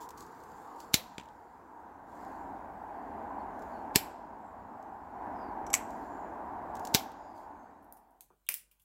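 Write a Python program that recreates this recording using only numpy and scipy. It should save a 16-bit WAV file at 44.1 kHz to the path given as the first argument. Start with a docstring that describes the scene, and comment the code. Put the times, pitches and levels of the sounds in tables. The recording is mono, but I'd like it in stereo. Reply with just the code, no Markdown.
"""Hand shears at the wood's edge, then bark peeled indoors

Hand shears snip through shrub stems close to a hand-held camera, over the roar of a far road.
Each cut is a first bite, a swelling tear, a splintering crack and a jolt, all made of shaped noise and pulses.
Once the steel clacks and rings. Twigs tick, leaves brush past and gliding bands of noise call as far birds.
The wood fades into a quiet, humming room where bark is peeled from a stick with small, sharp cracks.
"""
import sys
import numpy as np
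from scipy import signal
from scipy.io import wavfile
from scipy.ndimage import uniform_filter1d

SR = 44100
rng = np.random.default_rng(int(sys.argv[2]) if len(sys.argv) > 2 else 0)


def persist_wave(psi):
    """Save psi, clipped to +-1, as 16-bit WAV."""
    counts = np.round(np.clip(psi, -1, 1) * 32767).astype(np.int16)
    wavfile.write(sys.argv[1], SR, np.atleast_2d(counts).T)


N = 389844
TIME = np.arange(N) / SR


def amp(db):
    """Turns decibels into gain."""
    return 10 ** (np.asarray(db) / 20)


def evened(x):
    """Scales a sound to an rms level of 1."""
    return x / np.sqrt(np.mean(x ** 2) + 1e-20)


def read(points, hz):
    """Reads a table of frequencies and values, with straight lines on a log-frequency axis."""
    f, value = np.transpose(points)
    return np.interp(np.log(hz + 1), np.log(f + 1), value)


def curve(rows):
    """Draws straight lines between timed values, giving one value per sample."""
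    return np.interp(TIME, *np.transpose(rows))


def panned(pan_db):
    """Gives left and right gains; positive is louder on the left."""
    return amp([[pan_db / 2], [-pan_db / 2]])


def add(mix, s, sound):
    """Mixes a sound in at time s, in seconds."""
    part = mix[:, max(round(s * SR), 0):][:, :sound.shape[-1]]
    part += sound[..., :part.shape[1]]


def convolve(x, response):
    """Passes both channels through a response."""
    return signal.oaconvolve(x, np.atleast_2d(response), axes=1)[:, :N]


def colour(x, spectrum, size=2048):
    """Filters with the given spectrum; the response has unit energy and never sounds ahead of its cause."""
    log_gain = np.log(amp(read(spectrum, abs(np.fft.fftfreq(size, 1 / SR)))))
    # minimum phase: the phase follows from the log gain
    minimum_phase = np.exp(signal.hilbert(log_gain).conj())
    response = np.fft.ifft(minimum_phase).real[:size // 2]
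    return convolve(x, response / np.linalg.norm(response))


def noise(spectrum, likeness, patchy_db, size=1024):
    """Makes stereo noise of rms 1 whose level drifts in patches of time and frequency."""
    hop = size // 3
    hz = np.fft.rfftfreq(size, 1 / SR)
    a, b, c, d, patches = rng.standard_normal((5, len(hz), N // hop + 5))
    patches = uniform_filter1d(patches, size=8, axis=0)
    patches = evened(uniform_filter1d(patches, size=12, axis=1))
    same = np.clip(read(likeness, hz), -1, 1)[:, None]
    left = a + 1j * b
    right = same * left + np.sqrt(1 - same ** 2) * (c + 1j * d)
    gain = amp(read(spectrum, hz)[:, None] + patchy_db * patches)
    sound = signal.istft(np.array([left, right]) * gain, nperseg=size, noverlap=size - hop)[1]
    return evened(sound[:, :N])


def crack(ms, same, size=1500, lag_ms=.05):
    """Makes a burst of tiny fractures dying within a few ms; the part both sides share reaches the left later."""
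    t_ms = np.arange(size) * 1000 / SR
    shape = np.exp(-t_ms / max(ms, .1)) * (1 - np.exp(-t_ms / 0.05))
    shared, *own = rng.standard_normal((3, size))
    shared = np.array([np.roll(shared, round(lag_ms * SR / 1000)), shared])
    same = np.clip(same, 0, 1)
    burst = shape * (np.sqrt(same) * shared + np.sqrt(1 - same) * np.array(own))
    return burst * np.linalg.norm(shape) / np.linalg.norm(burst, axis=1, keepdims=True)


def cracks(rows, same, lag_ms=0):
    """Plays a table of short cracks."""
    out = np.zeros((2, N))
    for s, db, pan_db, ms in rows:
        add(out, s, amp(db) * panned(pan_db) * crack(ms, same, lag_ms=lag_ms))
    return out


# How the roar rises and falls, before the background dips and fades.
# Each row: time in seconds, roar level in dB.
TRAFFIC_LEVEL = [(0.0, -48), (1.5, -47), (2.3, -43), (2.75, -44.5), (3.15, -40.5), (3.7, -41.2), (5.0, -41),
                 (5.45, -39), (6.1, -41.5), (6.8, -39.5), (7.4, -43)]
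# Tone of the roar when the road sounds near, the same when far, and tone of the tyre rush.
# Each row: frequency in Hz, relative strength in dB per Hz.
NEAR_ROAR_TONE = [(18, -47.5), (30, -18.5), (51, -13), (75, -7.5), (92, -14), (124, -23.5), (222, -8.5),
                  (286, -5.5), (346, -9.5), (546, -13), (629, -6), (797, 0), (963, -2.5), (1200, -12.5),
                  (1300, -21), (1690, -47.5), (2860, -120)]
FAR_ROAR_TONE = [(18, -49), (30, -13.5), (49, -13), (65, -11), (81, -14.5), (128, -15.5), (310, -8.5),
                 (405, -12), (466, -7), (564, -17.5), (692, -8.5), (934, 0), (1300, -11.5), (1690, -44.5),
                 (2860, -120)]
TYRE_RUSH_TONE = [(900, -28.5), (1250, -0.5), (1550, 0.5), (1900, -9), (2500, -20.5), (3500, -32.5),
                  (5000, -38.5), (16000, -57)]
# How alike left and right are in the outdoor noises. Each row: frequency in Hz, correlation from -1 to 1.
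OUTDOOR_LIKENESS = [(60, 0.96), (300, .88), (700, 0.58), (950, 0.57), (1250, -0.36), (1550, 0.13),
                    (3000, .3), (6000, .1)]
FAR_DB, NEAR_DB = -48, -43.5  # roar levels at which the road sounds almost wholly far and wholly near
RUSH_DB, RUSH_FOLLOWS = -56, 0.74  # tyre rush at NEAR_DB; dB it gains per dB of roar


def road():
    """Blends the roar of far traffic from a far to a near tone as it grows louder, with tyre rush above it."""
    roar_db = curve(TRAFFIC_LEVEL)
    near = np.clip((roar_db - FAR_DB) / (NEAR_DB - FAR_DB), .04, 1)
    near_roar = np.sqrt(near) * noise(NEAR_ROAR_TONE, OUTDOOR_LIKENESS, patchy_db=1.18, size=2048)
    far_roar = np.sqrt(1 - near) * noise(FAR_ROAR_TONE, OUTDOOR_LIKENESS, patchy_db=2.5, size=2048)
    rush = noise(TYRE_RUSH_TONE, OUTDOOR_LIKENESS, patchy_db=0.74)
    rush_db = RUSH_DB + RUSH_FOLLOWS * (roar_db - NEAR_DB)
    return panned(-0.7) * (amp(roar_db) * (near_roar + far_roar) + amp(rush_db) * rush)


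# Tone of the steady hiss. Each row: frequency in Hz, relative strength in dB per Hz.
HISS_TONE = [(1500, -1), (4000, -0.5), (8000, -2.5), (13000, -.5), (16000, -0.5)]
HISS_DB = -75


def fine_hiss():
    """Makes an even, nearly white hiss behind the outdoor scene."""
    return amp(HISS_DB) * noise(HISS_TONE, OUTDOOR_LIKENESS, patchy_db=1.0)


# Leaves brushing past arm and branch; the row at 6.96 s is the trailing splintering of the third cut,
# played as the same hiss. Each row: start in seconds, length in seconds, level of the hiss in dB.
RUSTLING = [(0.0, 0.1, -55.5), (0.018, 2.16, -68.5), (0.165, 0.15, -59), (0.777, 0.15, -61.5),
            (2.05, 0.72, -70), (3.528, 0.5, -72), (5.838, 0.55, -70), (6.77, 0.49, -67), (6.96, 0.12, -51),
            (7.34, .2, -70)]
# Tone of the foliage. Each row: frequency in Hz, relative strength in dB per Hz.
LEAF_TONE = [(1500, -13.5), (3000, -4.5), (4700, 1.5), (5700, -2), (7300, 5), (8600, -7), (12000, -3.5),
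             (15500, -6)]
RUSTLE_RISE, RUSTLE_FALL = .8, 2.8  # powers of a rustle's quick swell and slow trailing off
STILL_LEAVES_DB = -79  # hiss of foliage at rest


def leaves():
    """Makes soft leaf hiss; each rustle swells quickly and trails off, and the louder it is, the more it crackles."""
    power = np.full(N, amp(STILL_LEAVES_DB) ** 2)
    for s, length, db in RUSTLING:
        u = np.clip((TIME - s) / length, 0, 1)
        swell = u ** RUSTLE_RISE * (1 - u) ** RUSTLE_FALL
        power += (amp(db) * swell / swell.max()) ** 2
    level_db = 10 * np.log10(power)
    stirred = np.clip((level_db + 77) / 10, .1, 1)
    # about 300 tiny contacts a second, a few of them much stronger
    contacts = rng.random(N) < 300 / SR
    strength = amp(4.8 * np.minimum(rng.exponential(1, N), 4))
    grains = contacts * strength * rng.standard_normal((2, N))
    crackle = evened(colour(convolve(grains, crack(3.0, same=.3, size=500)), LEAF_TONE))
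    hiss = noise(LEAF_TONE, OUTDOOR_LIKENESS, patchy_db=3.0)
    return amp(level_db) * panned(-1.5) * (hiss + amp(-4.0) * stirred * crackle)


# Twigs and blades touching.
# Each row: start in seconds, relative level in dB, left minus right in dB, decay time in ms.
TWIG_TICKS = [(0.09, -44.5, -6.0, 2.8), (0.1056, -49.5, -1.5, 5.9), (0.1795, -51.5, -8, 3.5),
              (0.2229, -52, -4.0, 3.0), (0.2644, -55, -3.5, 3.6), (0.437, -55, -9, 3.0),
              (0.8026, -45.5, -7.0, 3.6), (2.2494, -59, -11, 2.7), (3.5927, -59, -3.0, 4.2),
              (3.6207, -57.5, -8, 5.1), (4.827, -59.5, -2.5, 2.3), (5.9052, -54, -3, 3.3),
              (6.7518, -48, 5, 5.8), (6.768, -52.5, -13, 4.3), (6.795, -46.5, -3.5, 2.5),
              (6.851, -36.5, -4, 3.3), (6.872, -39, -6, 2.8), (7.1177, -55, 8, 3.0)]
# A cut stick drops and bounces. Each row: start in seconds, relative level in dB, decay time in ms.
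STICK_BOUNCES = [(1.1816, -25, 2.2), (1.198, -35.5, 2.5), (1.212, -37, 1.1), (1.234, -51, 3),
                 (1.256, -48, 2.6), (1.287, -48, 2.1)]
# Tones of the twigs and of the falling stick. Each row: frequency in Hz, relative strength in dB.
TWIG_TONE = [(500, -22), (2000, -11.5), (4500, -3), (7500, 0), (9000, -8.5), (11500, -6.5), (16000, -8.5)]
BOUNCE_TONE = [(100, -10), (400, -0.5), (800, -6.5), (1500, -4), (2300, -5.5), (3100, -3), (4200, -14.5),
               (7000, -9.5), (9000, -24), (16000, -29)]


def twigs():
    """Makes short noise bursts for twigs ticking against the blades and for the falling stick."""
    ticks = cracks(TWIG_TICKS, same=.3)
    bounces = cracks([(s, db, 2, ms) for s, db, ms in STICK_BOUNCES], same=0.54)
    return colour(ticks, TWIG_TONE) + amp(-6.5) * colour(bounces, BOUNCE_TONE)


# Ringing modes of the shears.
# Each row: frequency in Hz, relative level in dB, time to die by 60 dB in seconds.
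SHEAR_MODES = [(2395, -6, 0.09), (4000, -5, 0.13), (5038, -3.5, .05), (5940, 1.5, .045), (7000, 0, .05),
               (7496, -4, .06), (7700, -6, 0.046), (10900, -6.5, 0.08), (12100, -7, 0.17)]


def shears_ring(x, size=6000):
    """Lets blades and handles ring briefly after each blow, as a sum of dying sine waves."""
    t = np.arange(size) / SR
    ring = np.zeros(size)
    for hz, db, t60 in SHEAR_MODES:
        ring += amp(db) * np.exp(-np.log(1000) * t / t60) * np.sin(2 * np.pi * hz * t)
    return convolve(x, ring / np.linalg.norm(ring))


# Stems cut through.
# Each row: time in seconds, relative level in dB, left minus right in dB, relative jolt level in dB,
# time over which the fibres break in ms, then splintering afterwards and first bite, in dB against the level.
STEM_CUTS = [(0.9409, -4.5, -1.5, -37, 2.13, -15.5, -19.5), (3.9577, -2.5, -1, -34, 1.92, -18.5, -23.5),
             (6.9466, -4.5, -5.5, -34.5, 1.56, -10.5, -9)]
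# Steel of the shears clacking.
# Each row: start in seconds, relative level in dB, left minus right in dB, decay time in ms.
STEEL_CLACKS = [(5.666, -41.5, -0.5, 3.9), (5.702, -36.5, 0, 2.8), (5.7312, -20.5, -2.5, 3.3),
                (5.7397, -1, -2.5, 0.99), (5.7495, -9.5, -8, 0.61)]
# Tones of the torn stem and of the steel. Each row: frequency in Hz, relative strength in dB.
STEM_TONE = [(240, -31), (400, 1.5), (588, -10), (906, -1), (1350, -12), (1760, -4.5), (1900, -10),
             (2050, -4.5), (4950, -1), (7990, -3.5), (9320, -13.5), (11900, -3), (13100, -7.5), (15300, -8),
             (16000, -14.5)]
STEEL_TONE = [(590, -41.5), (1000, -12.5), (1750, -22), (2230, -4), (2560, -17), (2910, -12), (3620, -19.5),
              (5190, -10.5), (5900, 1.5), (7020, -11.5), (7620, -2.5), (8260, -17), (9490, -22),
              (11400, -10), (16000, -27.5)]


def shears():
    """Bites, tears with a swelling burst until the stem gives way, and splinters; bare steel clacks."""
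    fibres = np.zeros((2, N))
    for s, db, pan_db, _, ms, splinter_db, bite_db in STEM_CUTS:
        bite = crack(0.75, same=0.2)
        add(fibres, s - .0044, amp(db + bite_db) * bite)
        # a burst played backwards swells up to the break
        tearing = crack(3.4, same=0.22)[:, ::-1]
        add(fibres, s + 0.0011 - tearing.shape[1] / SR, amp(db - 21.5) * tearing)
        breaking = crack(ms, same=0.53, lag_ms=0)
        add(fibres, s + .0007, amp(db - 4.5) * panned(pan_db) * breaking)
        splinters = crack(5.5, same=0.18)
        add(fibres, s + 0.0043, amp(db + splinter_db) * splinters)
    steel = amp(-3.0) * cracks(STEEL_CLACKS, same=0.37, lag_ms=0.11)
    steel += amp(-8.0) * np.roll(steel, round(.0036 * SR), axis=1)  # thrown back by the hand
    ring = amp(-14) * shears_ring(fibres + steel)
    return colour(fibres, STEM_TONE) + colour(steel, STEEL_TONE) + ring


def jolt(width_ms, low_hz, size=2000):
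    """Makes a pull and a rebound with a soft backswing, centred 4 ms after its start."""
    u = (np.arange(size) * 1000 / SR - 4) / width_ms
    low_cut = signal.butter(1, low_hz, "high", fs=SR)
    push = signal.lfilter(*low_cut, u * np.exp(-u ** 2 / 2))
    return push / abs(push).max()


def jolts():
    """Kicks the camera at each cut, mostly on the right; the dropped stick thuds at each bounce."""
    out = np.zeros((2, N))
    for s, _, _, db, *_ in STEM_CUTS:
        add(out, s - .0018, amp(db + 14.0) * panned(-13.5) * jolt(width_ms=0.88, low_hz=50))
    for s, db, _ in STICK_BOUNCES:
        add(out, s - .0028, amp(db - 8.5) * jolt(width_ms=0.76, low_hz=130))
    return out


DIP_DB, DIP_FALL_S, DIP_RETURN_S = -5, 0.23, 0.19
DIP_HOLD_S = 1.114  # from the cut to the start of the return


def dip():
    """Gives the gain of road and hiss: it sinks after each cut, stays low and comes back."""
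    since = TIME - np.array(STEM_CUTS)[:, :1]
    fallen = np.clip(since / DIP_FALL_S, 0, 1)
    returned = np.clip((since - DIP_HOLD_S) / DIP_RETURN_S, 0, 1)
    return amp(DIP_DB * (fallen - returned).max(0))


# Far birds. Each row: start in seconds, length in seconds, start pitch in Hz, end pitch in Hz,
# width of the band in Hz, level in dB.
BIRD_CALLS = [(3.39, 0.037, 4280, 4360, 121, -71), (3.67, 0.19, 4450, 4350, 300, -76),
              (4.369, 0.2, 7720, 7430, 200, -83.5), (5.299, 0.28, 5300, 4300, 252, -74.5),
              (5.93, 0.47, 7230, 7000, 400, -76), (7.04, .48, 5010, 4750, 400, -80.5),
              (7.117, 0.22, 6900, 6850, 252, -79), (7.47, 0.28, 6360, 6500, 200, -84.5)]


def birds():
    """Makes thin gliding calls, blurred into narrow bands by the trees."""
    out = np.zeros((2, N))
    for s, length, start_hz, end_hz, width_hz, db in BIRD_CALLS:
        n = int(length * SR)
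        # slow complex noise widens the pure glide into a band
        wander = rng.standard_normal((2, n)) + 1j * rng.standard_normal((2, n))
        blur = signal.lfilter(*signal.butter(2, width_hz / 2, fs=SR), wander)
        glide = np.exp(2j * np.pi * np.cumsum(np.linspace(start_hz, end_hz, n)) / SR)
        call = (blur * glide).real
        add(out, s, amp(db) * evened(call * np.hanning(n)))
    return out


# Tone of the quiet room. Each row: frequency in Hz, relative strength in dB per Hz.
ROOM_TONE = [(20, -6), (50, -5), (75, -8), (150, -6), (400, -13), (1500, -18.5), (5000, -25),
             (16000, -18.5)]
ROOM_DB = -77.5
HUM_HZ, HUM_DB = 49.5, -76  # electric hum, peak level


def room_tone():
    """Fades in the noise of the quiet room, with a low electric hum as a sine wave."""
    hum = amp(HUM_DB) * np.sin(2 * np.pi * HUM_HZ * TIME)
    air = amp(ROOM_DB) * noise(ROOM_TONE, [(60, 0.9), (1000, 0.29)], patchy_db=3.0)
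    fade_in = np.clip((TIME - 7.4) / 0.85, 0, 1)
    return fade_in * (hum + air)


FADE_START_S, FADE_END_S, FADE_POWER = 7.51, 8.32, 1.49


def wood_fade():
    """Gives the gain of the wood's background as it gives way to the room."""
    return np.clip((FADE_END_S - TIME) / (FADE_END_S - FADE_START_S), 0, 1) ** FADE_POWER


# Bark letting go of the stick. Each row: start in seconds, relative level in dB, left minus right in dB,
# decay time in ms, low edge in Hz (the finer the fibre, the higher).
BARK_SNAPS = [(7.825, -64.5, 1, 8, 7950), (7.845, -56, 0, 1.45, 8000), (7.9248, -25, -2, 0.38, 14000),
              (7.9694, -52.5, 0, 6.8, 6000), (8.106, -67, 2, 8.8, 9000), (8.2078, -34.5, 3.5, 1.5, 3500),
              (8.219, -50.5, 3, 1.4, 5000), (8.466, -48, 6, 1.4, 1987), (8.4891, -10.5, 1, 1.44, 296),
              (8.4995, -32, -4, 1.2, 2000), (8.5216, -23, -5, .8, 5000), (8.541, -19, -1, 1.95, 4000),
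              (8.547, -37, -1, 1, 5000), (8.7132, -56, 1, 10, 1990), (8.797, -62, 5, 10, 3010),
              (8.818, -59, 0, 10, 6000)]
# The stick itself sounding in the hands.
# Each row: start in seconds, relative level in dB, middle pitch in Hz, time to die by 60 dB in seconds.
STICK_RINGS = [(8.303, -53, 1055, 0.059), (8.303, -62, 696, .06), (8.305, -58.5, 409, 0.15),
               (8.4666, -57, 3240, 0.1), (8.4885, -22, 2660, 0.012), (8.4887, -41, 695, 0.044),
               (8.7132, -63.5, 2780, 0.044), (8.797, -65, 3000, .05)]
# Tone of the bark. Each row: frequency in Hz, relative strength in dB.
BARK_TONE = [(300, -52), (1400, -14), (2600, -7.5), (4200, -14.5), (7000, -9), (11500, -2.5), (13500, -1),
             (16000, -8.5)]


def peeling(size=5000):
    """Snaps bark fibres as bright noise bursts; some tugs also sound the stick as short, close modes."""
    fibres, stick = np.zeros((2, N)), np.zeros((2, N))
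    for s, db, pan_db, ms, low_hz in BARK_SNAPS:
        low_cut = signal.butter(1, min(low_hz, 15000), "high", fs=SR)
        snap = signal.lfilter(*low_cut, crack(ms, same=0.33, lag_ms=.2))
        add(fibres, s, amp(db - 2.0) * panned(pan_db) * snap)
    t = np.arange(size) / SR
    for s, db, hz, t60 in STICK_RINGS:
        # a damp stick has a cluster of close, short modes
        mode_hz = hz * np.linspace(.87, 1.13, num=5)[:, None]
        cluster = np.sin(2 * np.pi * (mode_hz * t + rng.random((2, 5, 1)))).sum(1)
        shape = np.exp(-np.log(1000) * t / t60) * (1 - np.exp(-t / 0.00038))
        add(stick, s, amp(db - 5.5) * evened(cluster + cluster.mean(0)) * shape)
    return colour(fibres, BARK_TONE) + stick


def echoes(x, t60, rise_s, size=256):
    """Makes countless reflections: each band's power lingers and dies at its own speed, as fresh noise."""
    frame = dict(nperseg=size, noverlap=size // 2)
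    hz, t, z = signal.stft(x.sum(0) / np.sqrt(2), SR, **frame)
    power = uniform_filter1d(abs(z) ** 2, size=5, axis=0)
    t = t[t < .7]
    rise = 1 - np.exp(-(t / rise_s) ** 2)
    decay = (amp(-60 * t / read(t60, hz)[:, None]) * rise) ** 2
    decay /= decay.sum(1, keepdims=True)
    lingering = abs(signal.fftconvolve(power, decay, axes=1)[:, :z.shape[1]])
    scatter = signal.stft(rng.standard_normal((2, N)), SR, **frame)[2]
    return signal.istft(scatter / scatter.std() * np.sqrt(lingering), SR, **frame)[1][:, :N]


# How long near echoes in the wood, far trees and the room linger.
# Each row: frequency in Hz, time to die by 60 dB in seconds.
WOOD_DECAY = [(200, 0.18), (1000, 0.34), (2500, 0.25), (7000, 0.1), (12000, 0.21), (16000, .16)]
TREES_DECAY = [(200, .5), (2500, 0.78), (7000, 0.46), (10000, .33), (16000, .28)]
ROOM_DECAY = [(300, 0.27), (2500, 0.26), (8000, 0.25), (12000, 0.19), (16000, 0.15)]


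def scene():
    """Plays the wood with its scattered echoes, then the small room."""
    cutting = shears() + twigs()
    near_echoes = amp(-12) * echoes(cutting, WOOD_DECAY, rise_s=0.0027)
    tree_echoes = amp(-29.0) * echoes(cutting, TREES_DECAY, rise_s=0.037)
    outdoors = cutting + near_echoes + tree_echoes
    background = wood_fade() * (dip() * (road() + fine_hiss()) + leaves())
    bark = peeling()
    indoors = bark + amp(-4.5) * echoes(bark, ROOM_DECAY, rise_s=0.0011) + room_tone()
    return outdoors + jolts() + background + birds() + indoors


LOW_CUT_HZ, EDGE_HZ = 28, 16000


def record(dry):
    """Applies the recorder's low cut and upper band limit."""
    low_cut = signal.butter(2, LOW_CUT_HZ, "high", fs=SR, output="sos")
    dry = signal.sosfilt(low_cut, dry)
    band_limit = signal.firwin(255, EDGE_HZ, window=("kaiser", 8), fs=SR)
    return signal.oaconvolve(dry, band_limit[None], "same")


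dry = scene()
out = record(dry)
persist_wave(out)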